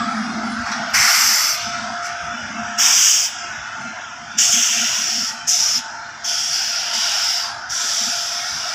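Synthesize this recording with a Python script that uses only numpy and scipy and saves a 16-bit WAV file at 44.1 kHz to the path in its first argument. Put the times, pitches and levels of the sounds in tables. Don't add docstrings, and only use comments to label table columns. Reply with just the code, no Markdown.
import sys
import numpy as np
from scipy import signal
from scipy.fft import rfft, irfft
from scipy.io import wavfile
from scipy.ndimage import uniform_filter1d, minimum_filter1d

SR = 44100
rng = np.random.default_rng(int(sys.argv[2]) if len(sys.argv) > 2 else 0)


def attenuation_scalar(level_db):
    decades = np.asarray(level_db, float) / 20
    return 10 ** decades


def store_pcm(level_fs):
    pcm = np.round(np.clip(level_fs, -1, 1) * 32767).astype(np.int16)
    wavfile.write(sys.argv[1], SR, np.atleast_2d(pcm).T)


N = 385564

# (valve opens [s], pressure crest [s], valve shuts [s], closing time [s])
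BURSTS = [(.646, .66, .697, .012), (.71, .72, .765, .02), (.931, 1.14, 1.54, .02),
          (2.015, 2.06, 2.105, .02), (2.777, 3.1, 3.255, .05), (4.374, 4.395, 4.52, .02),
          (4.513, 4.525, 5.29, .055), (5.467, 5.5, 5.777, .04), (6.234, 6.26, 6.51, .04),
          (6.49, 6.53, 6.94, .05), (6.925, 7.2, 7.49, .06), (7.689, 7.98, 8.45, 3)]
# (core at crest [dB], first puff against crest [dB], sag until shutting [dB],
# sag shape [power], yard echo below that [dB])
STROKES = [(-37.5, -3, -1.5, 1.3, -4), (-24.5, 1, -14, 0.5, -2), (-16, -1.5, -5.5, 2.5, -5.5),
           (-31, -10, -8.5, 1.2, -9), (-15.5, -2.5, -5, 0.76, -13.5), (-18, 0, -3, 0.97, -26),
           (-18, 7, -9.5, 0.46, -13), (-15.5, -6, -7, 0.41, -17), (-21.5, -3, -1.5, 1, -2),
           (-21.5, -22, -4, 0.57, -1), (-23.5, 0, -6.5, 3.1, -11), (-22.5, -3.5, -5.5, 0.92, -16)]
# (roar on opening [dB], roar on shutting [dB], shoulder at crest [dB], fizz [dB])
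JETS = [(-1, 3.5, -10, -18), (-3, -1.5, -13, -22), (-1, -15, -9, -12.5), (-8, 2.5, -9, -16),
        (-2, -16.5, -3.5, -16.5), (-1, -9.5, 2.5, -15), (-2, -6.5, 2.5, -14.5), (-13, -11, -2, -18),
        (-5.5, -11, -10, -20), (-14, -6, -11.5, -21), (-4.5, -9, -10, -19), (-7.5, -12, -7.5, -17)]
# (lowest ground hollow [factor], upper hollows [factor], rumble [dB], top sizzle [dB])
OUTLETS = [(.8, .8, 10, 5), (-2, .8, 4.5, 4), (0, .9, -0.5, -5), (0, .8, -15, -8), (1.5, 0.35, 22, 4),
           (2, 0.88, 5, 1), (1.5, 0.93, 1, 1), (0.5, 1.3, -12, -6), (1.5, 0.98, 0, -4), (1, 0.64, -4, -2),
           (0, 0.44, -9, -2), (-0.5, 0.3, -23, -7)]
# (pitch on opening [Hz], pitch on shutting [Hz], level [dB])
RINGS = [(5500, 5500, 4), (5600, 4800, 3.5), (5740, 8000, 0), (5500, 5500, -0.5), (5500, 7000, 3.5),
         (5800, 6300, 5), (6140, 5420, 5.5), (6100, 5350, 5), (5450, 5600, 0.5), (5760, 6400, 1),
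         (6140, 4770, 4.5), (5900, 5150, 2.5)]
# (centre [Hz], width [Hz], level [dB])
WAGON_LOBES = [(3000, 400, -12), (2960, 400, -15), (3040, 230, -0.5), (3000, 400, 7), (4430, 210, -13),
               (7270, 350, 6), (3150, 120, 1.5), (4900, 560, -2.5), (3400, 160, 5.5), (6180, 260, -12),
               (4730, 320, 5.5), (3280, 390, 8)]
# (centre [Hz], width [Hz], on opening [dB], on shutting [dB])
DRIFTING_LOBES = [(3500, 200, 10, 12), (1840, 180, -6, -6), (2900, 400, 3.5, 5), (3000, 400, -1, 2),
                  (3100, 630, -3.5, 7), (8200, 500, -2, 4), (4630, 440, -5, 4), (4550, 450, -1, 0),
                  (8500, 500, -2, 1.5), (8500, 500, 1.5, -1), (2050, 300, -1, 4), (2110, 430, 7.5, -11)]
# (on opening [dB], on shutting [dB])
AIR = [(5, -1), (2, 5), (-1.3, 4.5), (-12, 1), (7, -0.5), (0, -1), (2, 0), (2, 4), (-1, -3), (0.3, 0.3),
       (-3, 2), (-5, -2.5)]
# (roar against core [dB], fizz against core [dB], fizz dying [dB/s],
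# loss at the very top [dB per dB of faintness])
TAILS = [(-.4, -.4, 168, 1.3), (-.4, -.4, 120, 1.3), (-.4, -5, 85, 1.5), (-.4, -.4, 168, 1.3),
         (-.4, -3, 140, 1.2), (-.4, -.4, 168, 1.3), (-9, -.4, 168, 1.1), (3, -3, 168, 1.5),
         (-.4, -.4, 168, 1.3), (-.4, -.4, 168, 1.6), (1.5, -.4, 240, 1.9), (-.4, -.4, 168, 1.3)]
SHADED_DB = [2, .2, -7, .2, 2, 3, -1, -4, -15, .2, 6, -3]
# (frequency [Hz], density [dB per Hz])
NEAR_VALVE = [(410, -58), (700, -23.5), (787, -9.5), (994, -13.5), (1450, 0), (1700, -2.5), (2200, -4),
              (3050, -13.5), (3840, -21.5), (5520, -11), (6200, -16), (6790, -11), (7540, -10.5),
              (9900, -23.5), (12001, -17), (15600, -18)]
# (frequency [Hz], density [dB per Hz])
FAR_VALVE = [(1000, -45), (1700, -22.5), (1950, -20), (3140, -13.5), (4140, -11), (5080, 4), (5570, 6),
             (7030, -4.5), (7570, -6.5), (8940, -29), (10900, -31.5), (12300, -30.5), (13800, -28),
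             (14900, -35.5), (15600, -24.5)]
# (from [Hz], to [Hz])
JET_BANDS = [
    (1900, 3600),
    (4600, 6300),
    (6500, 7800),
    (9000, 15500),
]
FAR_FROM_S, RING_WIDTH_HZ = 2.5, 430
SHADED_HZ, SHADED_WIDTH_HZ, SHADED_S = 3800, 430, 0.026
ECHO_FILL = .6


def valves():
    hz, t = stft_axes(size=256)
    power = np.full((len(hz), len(t)), 1e-15)
    ripples = rng.standard_normal((len(BURSTS), len(hz)))
    settings = zip(BURSTS, STROKES, JETS, OUTLETS, RINGS, WAGON_LOBES, DRIFTING_LOBES, AIR, TAILS,
                   SHADED_DB, ripples)
    for burst, stroke, jet, outlet, ring, lobe, drift, air, tail, shaded_db, ripple in settings:
        opens, _, shuts, closing = burst
        low, upper, rumble_db, sizzle_db = outlet
        spectrum = NEAR_VALVE if opens < FAR_FROM_S else FAR_VALVE
        colour = read(spectrum, hz) + dips(hz, low, upper) + 1.6 * ripple
        colour += rumble_db * np.interp(hz, [1000, 1900], [1, 0])
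        colour += sizzle_db * np.interp(hz, [13800, 15300], [0, 1])
        colour[hz < 800] = -90
        colour += lobe[2] * bell(hz, *lobe[:2])[:, 0]

        on = (t >= opens) & (t < shuts + 1.2)
        now = t[on]
        levels = jet_levels(now, burst, stroke, jet, tail)
        field = steered(colour, hz, now, JET_BANDS, now, levels)

        faint_db = np.maximum(-45.5 - levels[-1], 0)
        field -= tail[3] * np.outer(np.interp(hz, [10500, 13500], [0, 1]), faint_db)

        ring_hz = np.interp(now, [opens, shuts], ring[:2])
        field += ring[2] * bell(hz, ring_hz, RING_WIDTH_HZ)
        airy = np.interp(hz, [11000, 12200, 14000, 14900], [0, 1, 1, 0])
        field += np.outer(airy, np.interp(now, [opens, shuts], air))
        field += bell(hz, *drift[:2]) * np.interp(now, [opens, shuts], drift[2:])
        closed = np.clip((now - shuts) / closing, 0, 1)
        field -= ECHO_FILL * np.outer(dips(hz, low, 0), closed)
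        late = np.exp(-((now - opens) / SHADED_S) ** 4)
        field += shaded_db * bell(hz, SHADED_HZ, SHADED_WIDTH_HZ) * late
        power[:, on] += attenuation_scalar(2 * field)
    gust = evened(uniform_filter1d(rng.standard_normal(len(t)), size=8))
    return noise(10 * np.log10(power) + 0.17 * gust, 1.17, bins=2, frames=80)


LINGER = [
    1.8,
    1,
    1.2,
    1.7,
]
ECHO_DB_PER_S = [
    47,
    43,
    51,
]
ECHO_TINT_DB = [
    -0.5,
    0.4,
]
OPENING_S, HUSH_DB = .013, -24
SPIT_DB, SPIT_S = 2.5, 0.01
ROAR_LAG_DB, FIZZ_LAG_DB, LAG_S = -3.5, -1, 0.069
SHOULDER_SAG, FIZZ_SAG = 0.93, 0.36


def jet_levels(t, burst, stroke, jet, tail):
    opens, crest, shuts, closing = burst
    crest_db, first_db, sag_db, shape, echo_db = stroke
    roar_open, roar_shut, shoulder, fizz = jet
    age, after = t - opens, np.maximum(t - shuts, 0)
    sag = sag_db * np.clip((t - crest) / (shuts - crest), 0, 1) ** shape
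    core = crest_db + np.interp(t, [opens, crest], [first_db, 0]) + sag
    core += SPIT_DB * np.exp(-age / SPIT_S)
    core += HUSH_DB * np.clip(1 - age / OPENING_S, 0, 1)
    lag = np.exp(-age / LAG_S)
    roar = np.interp(t, [opens, shuts], [roar_open, roar_shut]) + ROAR_LAG_DB * lag
    colours = [roar, 0 * t, shoulder + SHOULDER_SAG * sag, fizz + FIZZ_SAG * sag + FIZZ_LAG_DB * lag]
    tints = [tail[0], *ECHO_TINT_DB, tail[1]]
    fades = [*ECHO_DB_PER_S, tail[2]]
    levels = []
    for colour, slow, tint, fade in zip(colours, LINGER, tints, fades):
        lasts = closing * slow
        drop = np.minimum(after / lasts, 1) * (echo_db + tint)
        levels.append(core + colour + drop - fade * np.maximum(after - lasts, 0))
    return levels


# (centre [Hz], width [Hz], depth [dB])
GROUND_DIPS = [(3926, 325, -7), (8300, 420, -3), (10400, 250, -3.5), (13500, 600, -14)]


def dips(hz, low, upper):
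    depths = [low] + [upper] * (len(GROUND_DIPS) - 1)
    return sum(depth * db * bell(hz, f, width)[:, 0] for depth, (f, width, db) in zip(depths, GROUND_DIPS))


# (time [s], machinery [dB], wheel hiss [dB])
ROLL = [(0, -28, -41), (.2, -26, -40), (.5, -28, -40.5), (.9, -26.5, -39.5), (1.4, -31, -33.5),
        (2, -30.5, -41), (2.7, -30.5, -38.5), (3.1, -38, -34.5), (3.6, -31.5, -41), (4.3, -37, -43.5),
        (4.8, -32.5, -30), (5.31, -36, -44.5), (6, -36, -46.5), (6.7, -34, -39.5), (7.2, -30, -42),
        (7.6, -33.5, -47), (8.1, -32.5, -39.5), (8.74, -32, -36.5)]
# (frequency [Hz], density [dB per Hz])
WASH = [(330, -37), (560, -23), (690, -0.5), (782, -5.5), (899, -5.5), (1060, -9.5), (1420, 4.5),
        (2190, -12), (3370, -15.5), (4270, -16), (5270, -13), (5810, -14), (7890, -29), (8570, -50.5),
        (11400, -61), (12600, -70), (15600, -80)]
# (from [Hz], to [Hz])
ROLL_BANDS = [
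    (600, 1750),
    (2300, 3500),
    (3800, 4500),
    (4900, 7600),
    (8600, 11500),
]
# (time [s], level against upper hiss [dB])
HOLLOW = [(1.8, -7.5), (2.15, -14.5), (4.4, -12), (5.4, -6.5), (7.6, -10.5)]
# (time [s], level [dB])
WHEEL_FIZZ = [(0, -70), (.6, -68.5), (1.8, -74), (2.6, -75.5), (3.5, -76), (4.3, -80), (6, -76.5),
              (7.6, -77)]
# (centre [Hz], width [Hz], first [dB], midway [dB], last [dB])
WASH_LOBES = [(790, 37, .2, -3.5, 0.5), (1015, 54, -1, 1.5, 1), (1196, 66, 1.5, -3.5, -6.5),
              (1710, 140, -6.5, 0.6, -1), (2170, 170, 2, -0.5, -0.7), (3000, 410, -2.5, 1.5, -3),
              (3440, 130, 1, -0.5, 1.5), (5050, 360, 2, -3.5, 3)]
HISS_TOP_DB, HISS_TOP_SHARE = -41.5, 0.76


def rolling():
    hz, t = stft_axes(size=1024)
    s, machinery, hiss = np.transpose(ROLL)
    machinery, hiss = np.interp(t, s, machinery), np.interp(t, s, hiss)
    top = HISS_TOP_DB + HISS_TOP_SHARE * (hiss + 43)
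    hollow = top + np.interp(t, *np.transpose(HOLLOW))
    fizz = np.interp(t, *np.transpose(WHEEL_FIZZ))
    field = steered(read(WASH, hz), hz, t, ROLL_BANDS, t, [machinery, hiss, hollow, top, fizz])
    for centre, width, *db in WASH_LOBES:
        field += bell(hz, centre, width) * np.interp(t, [0, N / SR / 2, N / SR], db)
    patchy_db = np.interp(hz, [1100, 1400, 2500, 4500, 5200, 7000, 9000], [4.4, 2.4, 3.6, 4.2, 2.4, 2.6, 6])
    return noise(field, patchy_db[:, None], bins=3, frames=18)


# (pitch [Hz], width [Hz], level [dB])
HUM_LINES = [
    [(215, 9.7, -8), (238.6, 9.3, -8), (227.7, 47.5, -3.5)],
    [(699, 2, -2), (1322, 26, -4)],
    [(887, 12.6, -7)],
    [(1394, 12.5, -3.5)],
]
# (start [s], length [s], level [dB])
PAIR_SWELLS = [(0, 0.32, -26), (0.32, 0.318, -27), (0.691, 0.031, -27), (0.748, 0.14, -32),
               (0.897, 0.18, -37.5), (1.17, 0.18, -39.5), (1.668, 0.041, -36), (1.741, 0.22, -36),
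               (2.277, 0.2, -39), (2.496, 0.13, -30.5), (2.637, 0.36, -42), (3.766, 0.17, -37),
               (4.195, 0.18, -48), (4.34, 0.16, -38), (4.523, 0.099, -32.5), (4.7, 0.16, -35.5),
               (4.978, 0.1, -40), (5.109, 0.134, -36), (5.3, 0.36, -50), (5.748, 0.061, -40),
               (6.942, 0.063, -48), (8.01, 0.091, -38)]
WHINE_SWELLS = [(0, 0.16, -32), (.35, .4, -36), (1.56, 0.16, -36), (1.65, .7, -31.5), (2.55, .28, -31.5),
                (3.4, 0.097, -37), (3.72, 0.12, -44), (3.93, 0.16, -53), (4.15, 0.19, -39.5),
                (4.57, 0.025, -29), (4.7, 0.077, -37.5), (5, .2, -44), (5.35, 0.26, -44.5),
                (5.94, 0.25, -44), (6.2, 0.2, -43.5), (6.68, .25, -42), (7.04, 0.071, -41),
                (7.16, 0.44, -37.5), (7.8, 0.054, -36), (8, 0.099, -37), (8.15, 0.12, -34),
                (8.31, 0.17, -36.5), (8.48, 0.072, -43), (8.64, 0.063, -39)]
SECOND_SWELLS = [(.65, 0.21, -36), (.96, .3, -40), (1.66, 0.056, -34), (2.45, 0.041, -33), (2.8, 0.11, -29),
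                 (3.76, 0.075, -31), (4.6, 0.044, -34), (4.8, 0.066, -41), (5.58, .12, -33),
                 (5.73, 0.16, -33), (5.95, 0.06, -36), (7.3, .3, -40), (8.1, .3, -43)]
OVERTONE_SWELLS = [(0, .5, -38), (.75, 0.23, -39), (1.75, .5, -44), (2.3, 0.68, -34.5), (3.78, .14, -29.5),
                   (3.96, 0.11, -31.5), (4.1, 0.059, -38), (4.7, 0.1, -48), (6.7, 0.092, -33), (8, .3, -45),
                   (8.35, .3, -36)]
# (first [dB], last [dB])
HUM_BED_DB = [
    (-51.5, -57),
    (-50.5, -50),
    (-44, -43.5),
    (-62, -64),
]
# (time [s], flutter [dB])
LINE_FLUTTER_DB = [(0, 1), (2.8, 1), (3.4, 3.5), (8.74, 2.5)]


def hum():
    t = np.arange(0, N, 64) / SR
    groups = zip([PAIR_SWELLS, WHINE_SWELLS, SECOND_SWELLS, OVERTONE_SWELLS], HUM_BED_DB)
    levels = np.array([swells(rows, t, bed_db, edge=0.032) for rows, bed_db in groups])
    flutter = uniform_filter1d(rng.standard_normal((len(t), len(levels))), size=30, axis=0).T
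    levels += evened(flutter) * np.interp(t, *np.transpose(LINE_FLUTTER_DB)) * [[.9], [1], [.7], [.6]]
    out = np.zeros(N)
    for lines, level_db in zip(HUM_LINES, levels):
        smooth_db = np.interp(np.arange(N) / SR, t, level_db)
        for hz, width, db in lines:
            out += attenuation_scalar(db + smooth_db) * fuzzy_line(hz, width)
    return out


# (start [s], length [s], pitch [Hz], level [dB])
SQUEALS = [(0.034, 0.29, 10470, -65), (.09, 0.12, 9950, -63), (0.048, .2, 11300, -74),
           (0.435, 0.11, 9950, -57), (0.475, 0.15, 10400, -62), (0.49, 0.081, 9200, -56),
           (0.898, 0.039, 11700, -57), (2.18, .12, 9900, -72), (2.195, .25, 11550, -78),
           (3.45, .16, 11550, -72.5), (4.2, 0.18, 10700, -77), (4.22, .08, 9250, -78),
           (0.018, 0.22, 8600, -64), (.44, .15, 8650, -59.5), (0.682, 0.11, 9400, -65),
           (.82, .1, 10400, -73), (2.16, .15, 8500, -67), (2.55, .15, 11600, -81), (3.78, .05, 10500, -87),
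           (5.337, 0.14, 3100, -44), (5.37, .06, 11800, -80), (6.19, .05, 12000, -82)]


def squeals():
    out = np.zeros(N)
    for s, length, hz, db in SQUEALS:
        tone = fuzzy_line(hz, 90, count=round(length * SR))
        grip = evened(uniform_filter1d(rng.standard_normal(SR), size=700))[:len(tone)]
        fade = signal.windows.tukey(len(tone), .5)
        out[round(s * SR):][:len(tone)] += attenuation_scalar(db + 3.1 * grip) * tone * fade
    return out


# (start [s], length [s], level [dB])
THUMPS = [(0, 0.039, -45), (.3, 0.32, -48), (0.565, 0.11, -41), (0.966, 0.058, -32), (1.182, 0.086, -44),
          (1.622, 0.26, -44.5), (1.86, 0.11, -52), (2.2, 0.13, -45), (2.413, 0.027, -38),
          (2.573, 0.11, -42.5), (3.49, .04, -45), (3.576, 0.039, -43), (3.82, 0.041, -43.5),
          (4.24, .06, -51), (4.48, 0.047, -40), (4.902, .06, -50), (5.16, 0.062, -50), (5.41, .05, -51),
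          (5.59, 0.077, -50), (5.66, 0.13, -44), (6.5, 0.06, -45), (6.63, 0.052, -46), (7.148, .2, -55),
          (7.684, 0.038, -45), (7.87, .05, -46), (8.04, .06, -50), (8.514, 0.054, -40.5)]
# (start [s], length [s], level [dB])
FLUTTERS = [(.14, .04, -59), (.26, .23, -43), (.77, 0.073, -48), (1.2, 0.15, -50.5), (1.66, .1, -65),
            (3.45, 0.032, -44), (4.8, 0.066, -47), (5.06, 0.037, -46), (7.57, 0.049, -62),
            (7.83, 0.03, -40), (8.04, 0.043, -47)]
# (first [dB], last [dB])
BREEZE_DB = [
    (-51, -57.5),
    (-59, -60),
]
# (frequency [Hz], density [dB per Hz])
WIND_COLOUR = [(15, -56), (32, -43), (48, -36), (70, 3), (90, -3.5), (135, -2), (190, -14.5), (280, -6.5),
               (350, -10), (480, -24), (600, -21), (800, -56), (1500, -99)]
# (from [Hz], to [Hz])
WIND_BANDS = [
    (40, 180),
    (275, 560),
]


def wind():
    hz, t = stft_axes(size=1024)
    gusts = zip([THUMPS, FLUTTERS], BREEZE_DB)
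    levels = [swells(rows, t, bed_db, edge=0.097) for rows, bed_db in gusts]
    return noise(steered(read(WIND_COLOUR, hz), hz, t, WIND_BANDS, t, levels), 2.6, bins=3, frames=6)


# (time [s], level [dB])
HAZE_DB = [(0, -72), (1, -73), (2.5, -77), (8.74, -78)]


def haze():
    return attenuation_scalar(np.interp(np.arange(N) / SR, *np.transpose(HAZE_DB))) * rng.standard_normal(N)


# (frequency [Hz], gain [dB])
GUARD = [(1800, 0), (2300, -5), (3400, -5), (4100, -9), (4600, -8), (5100, -1), (6800, -1), (8000, -7),
         (11500, -8), (13000, 0)]
GUARD_RANGE_DB = 5


def guarded(x):
    hz, t, z = signal.stft(x, SR, nperseg=768, noverlap=576)
    level_db = 10 * np.log10(abs(uniform_filter1d(abs(z) ** 2, size=9, axis=1)) + 1e-16)
    floor_db = np.percentile(level_db[:, ::6], 8, axis=1)[:, None]
    free = np.clip((level_db - floor_db) / GUARD_RANGE_DB, 0, 1)
    free = minimum_filter1d(free, size=5, axis=1)
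    cut_db = read(GUARD, hz)[:, None] * (1 - np.roll(free, shift=11, axis=1))
    return signal.istft(z * attenuation_scalar(cut_db), SR, nperseg=768, noverlap=576)[1][:N]


# (centre time [s], from [Hz], to [Hz], level [dB])
SPLITS = [(1.59, 9600, 11900, -53), (3.22, 13100, 15300, -48), (3.22, 8900, 10400, -50),
          (3.245, 9600, 11100, -49), (3.41, 5600, 7000, -43), (3.82, 7500, 9000, -53),
          (3.845, 6900, 8300, -54), (4.795, 11700, 15300, -47), (4.845, 13100, 15300, -47),
          (5.075, 5600, 7000, -30), (5.075, 10300, 12500, -53), (6.75, 10300, 11800, -57),
          (7.378, 7500, 9000, -45), (7.865, 6860, 10400, -40), (7.865, 11700, 13200, -52),
          (8.14, 7500, 9000, -45)]


def splits():
    out, hz = np.zeros(N), np.fft.rfftfreq(2048, 1 / SR)
    fade = np.sqrt(signal.windows.tukey(2048, .9))
    for s, low_hz, high_hz, db in SPLITS:
        band = irfft(rfft(rng.standard_normal(2048)) * ((hz > low_hz) & (hz < high_hz)))
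        out[round(s * SR) - 1024:][:2048] += attenuation_scalar(db) * evened(band) * fade
    return np.outer([1, -1], out)


def evened(x):
    return x / np.sqrt(np.mean(x ** 2) + 1e-20)


def read(points, hz):
    f, value = np.transpose(points)
    return np.interp(np.log(hz + 1), np.log(f + 1), value)


def bell(hz, centre, width):
    return np.exp(-((hz[:, None] - centre) / width) ** 2)


def stft_axes(size):
    return np.fft.rfftfreq(size, 1 / SR), np.arange(4 * N // size + 5) * size / 4 / SR


def band_db(db, hz, edges):
    return 10 * np.log10(np.sum(attenuation_scalar(2 * db[(hz >= edges[0]) & (hz < edges[1])])))


def steered(colour, hz, t, bands, s, levels):
    owner = np.repeat(np.arange(len(bands)), 2)
    blend = np.array([np.interp(hz, np.ravel(bands), owner == k) for k in range(len(bands))])
    shift = [np.interp(t, s, level) - band_db(colour, hz, band) for band, level in zip(bands, levels)]
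    return colour[:, None] + blend.T @ shift


def noise(field_db, patchy_db, bins, frames):
    size = 2 * (len(field_db) - 1)
    a, b, patches = rng.standard_normal(field_db.shape[::-1] + (3,)).T
    patches = evened(uniform_filter1d(uniform_filter1d(patches, bins, 0), frames, 1))
    z = (a + 1j * b) * attenuation_scalar(field_db + patchy_db * patches)
    return np.sqrt(3 / 2) * signal.istft(z, nperseg=size, noverlap=3 * size // 4)[1][:N]


def fuzzy_line(hz, width, count=N):
    r = np.exp(-np.pi * width / SR)
    a, b = rng.standard_normal((count + SR, 2)).T
    slow = signal.lfilter([1], [1, -r], signal.lfilter([1], [1, -r], a + 1j * b))[SR:]
    slow = slow / abs(slow) ** np.interp(width, [4, 9], [.92, .45])
    return evened((slow * np.exp(2j * np.pi * hz * np.arange(count) / SR)).real)


def swells(rows, t, bed_db, edge):
    s, length, db = np.transpose(rows)[:, :, None]
    inside = np.clip(np.minimum(t - s, s + length - t) / edge + .5, 0, 1)
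    bed = attenuation_scalar(np.interp(t, [0, N / SR], bed_db))
    bumps = attenuation_scalar(db) * np.sin(np.pi / 2 * inside) ** 2
    return 10 * np.log10(bed ** 2 + np.sum(bumps ** 2, axis=0))


DUCK_FROM_DB, DUCK_SHARE = -23, 0.42


def scene():
    jets = valves()
    jet_power = abs(uniform_filter1d(np.roll(jets, shift=1800) ** 2, size=5000))
    loud_db = 10 * np.log10(jet_power + 1e-12)
    duck = attenuation_scalar(-DUCK_SHARE * np.maximum(loud_db - DUCK_FROM_DB, 0))
    mono = jets + rolling() + duck * (hum() + wind()) + squeals() + haze()
    return np.array([guarded(mono)] * 2)


def top_cut(x):
    return signal.sosfilt(signal.butter(12, 16720, fs=SR, output="sos"), x)


def record(dry):
    clipped = np.clip(dry, -.8, .8)
    bass_cut = signal.butter(2, 52, "high", fs=SR, output="sos")
    edge = signal.firwin(1401, 15505, window=("kaiser", 9), fs=SR)
    limited = signal.oaconvolve(signal.sosfilt(bass_cut, clipped), edge[None], "same")
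    return top_cut(limited + splits())


dry = scene()
out = record(dry)
store_pcm(out)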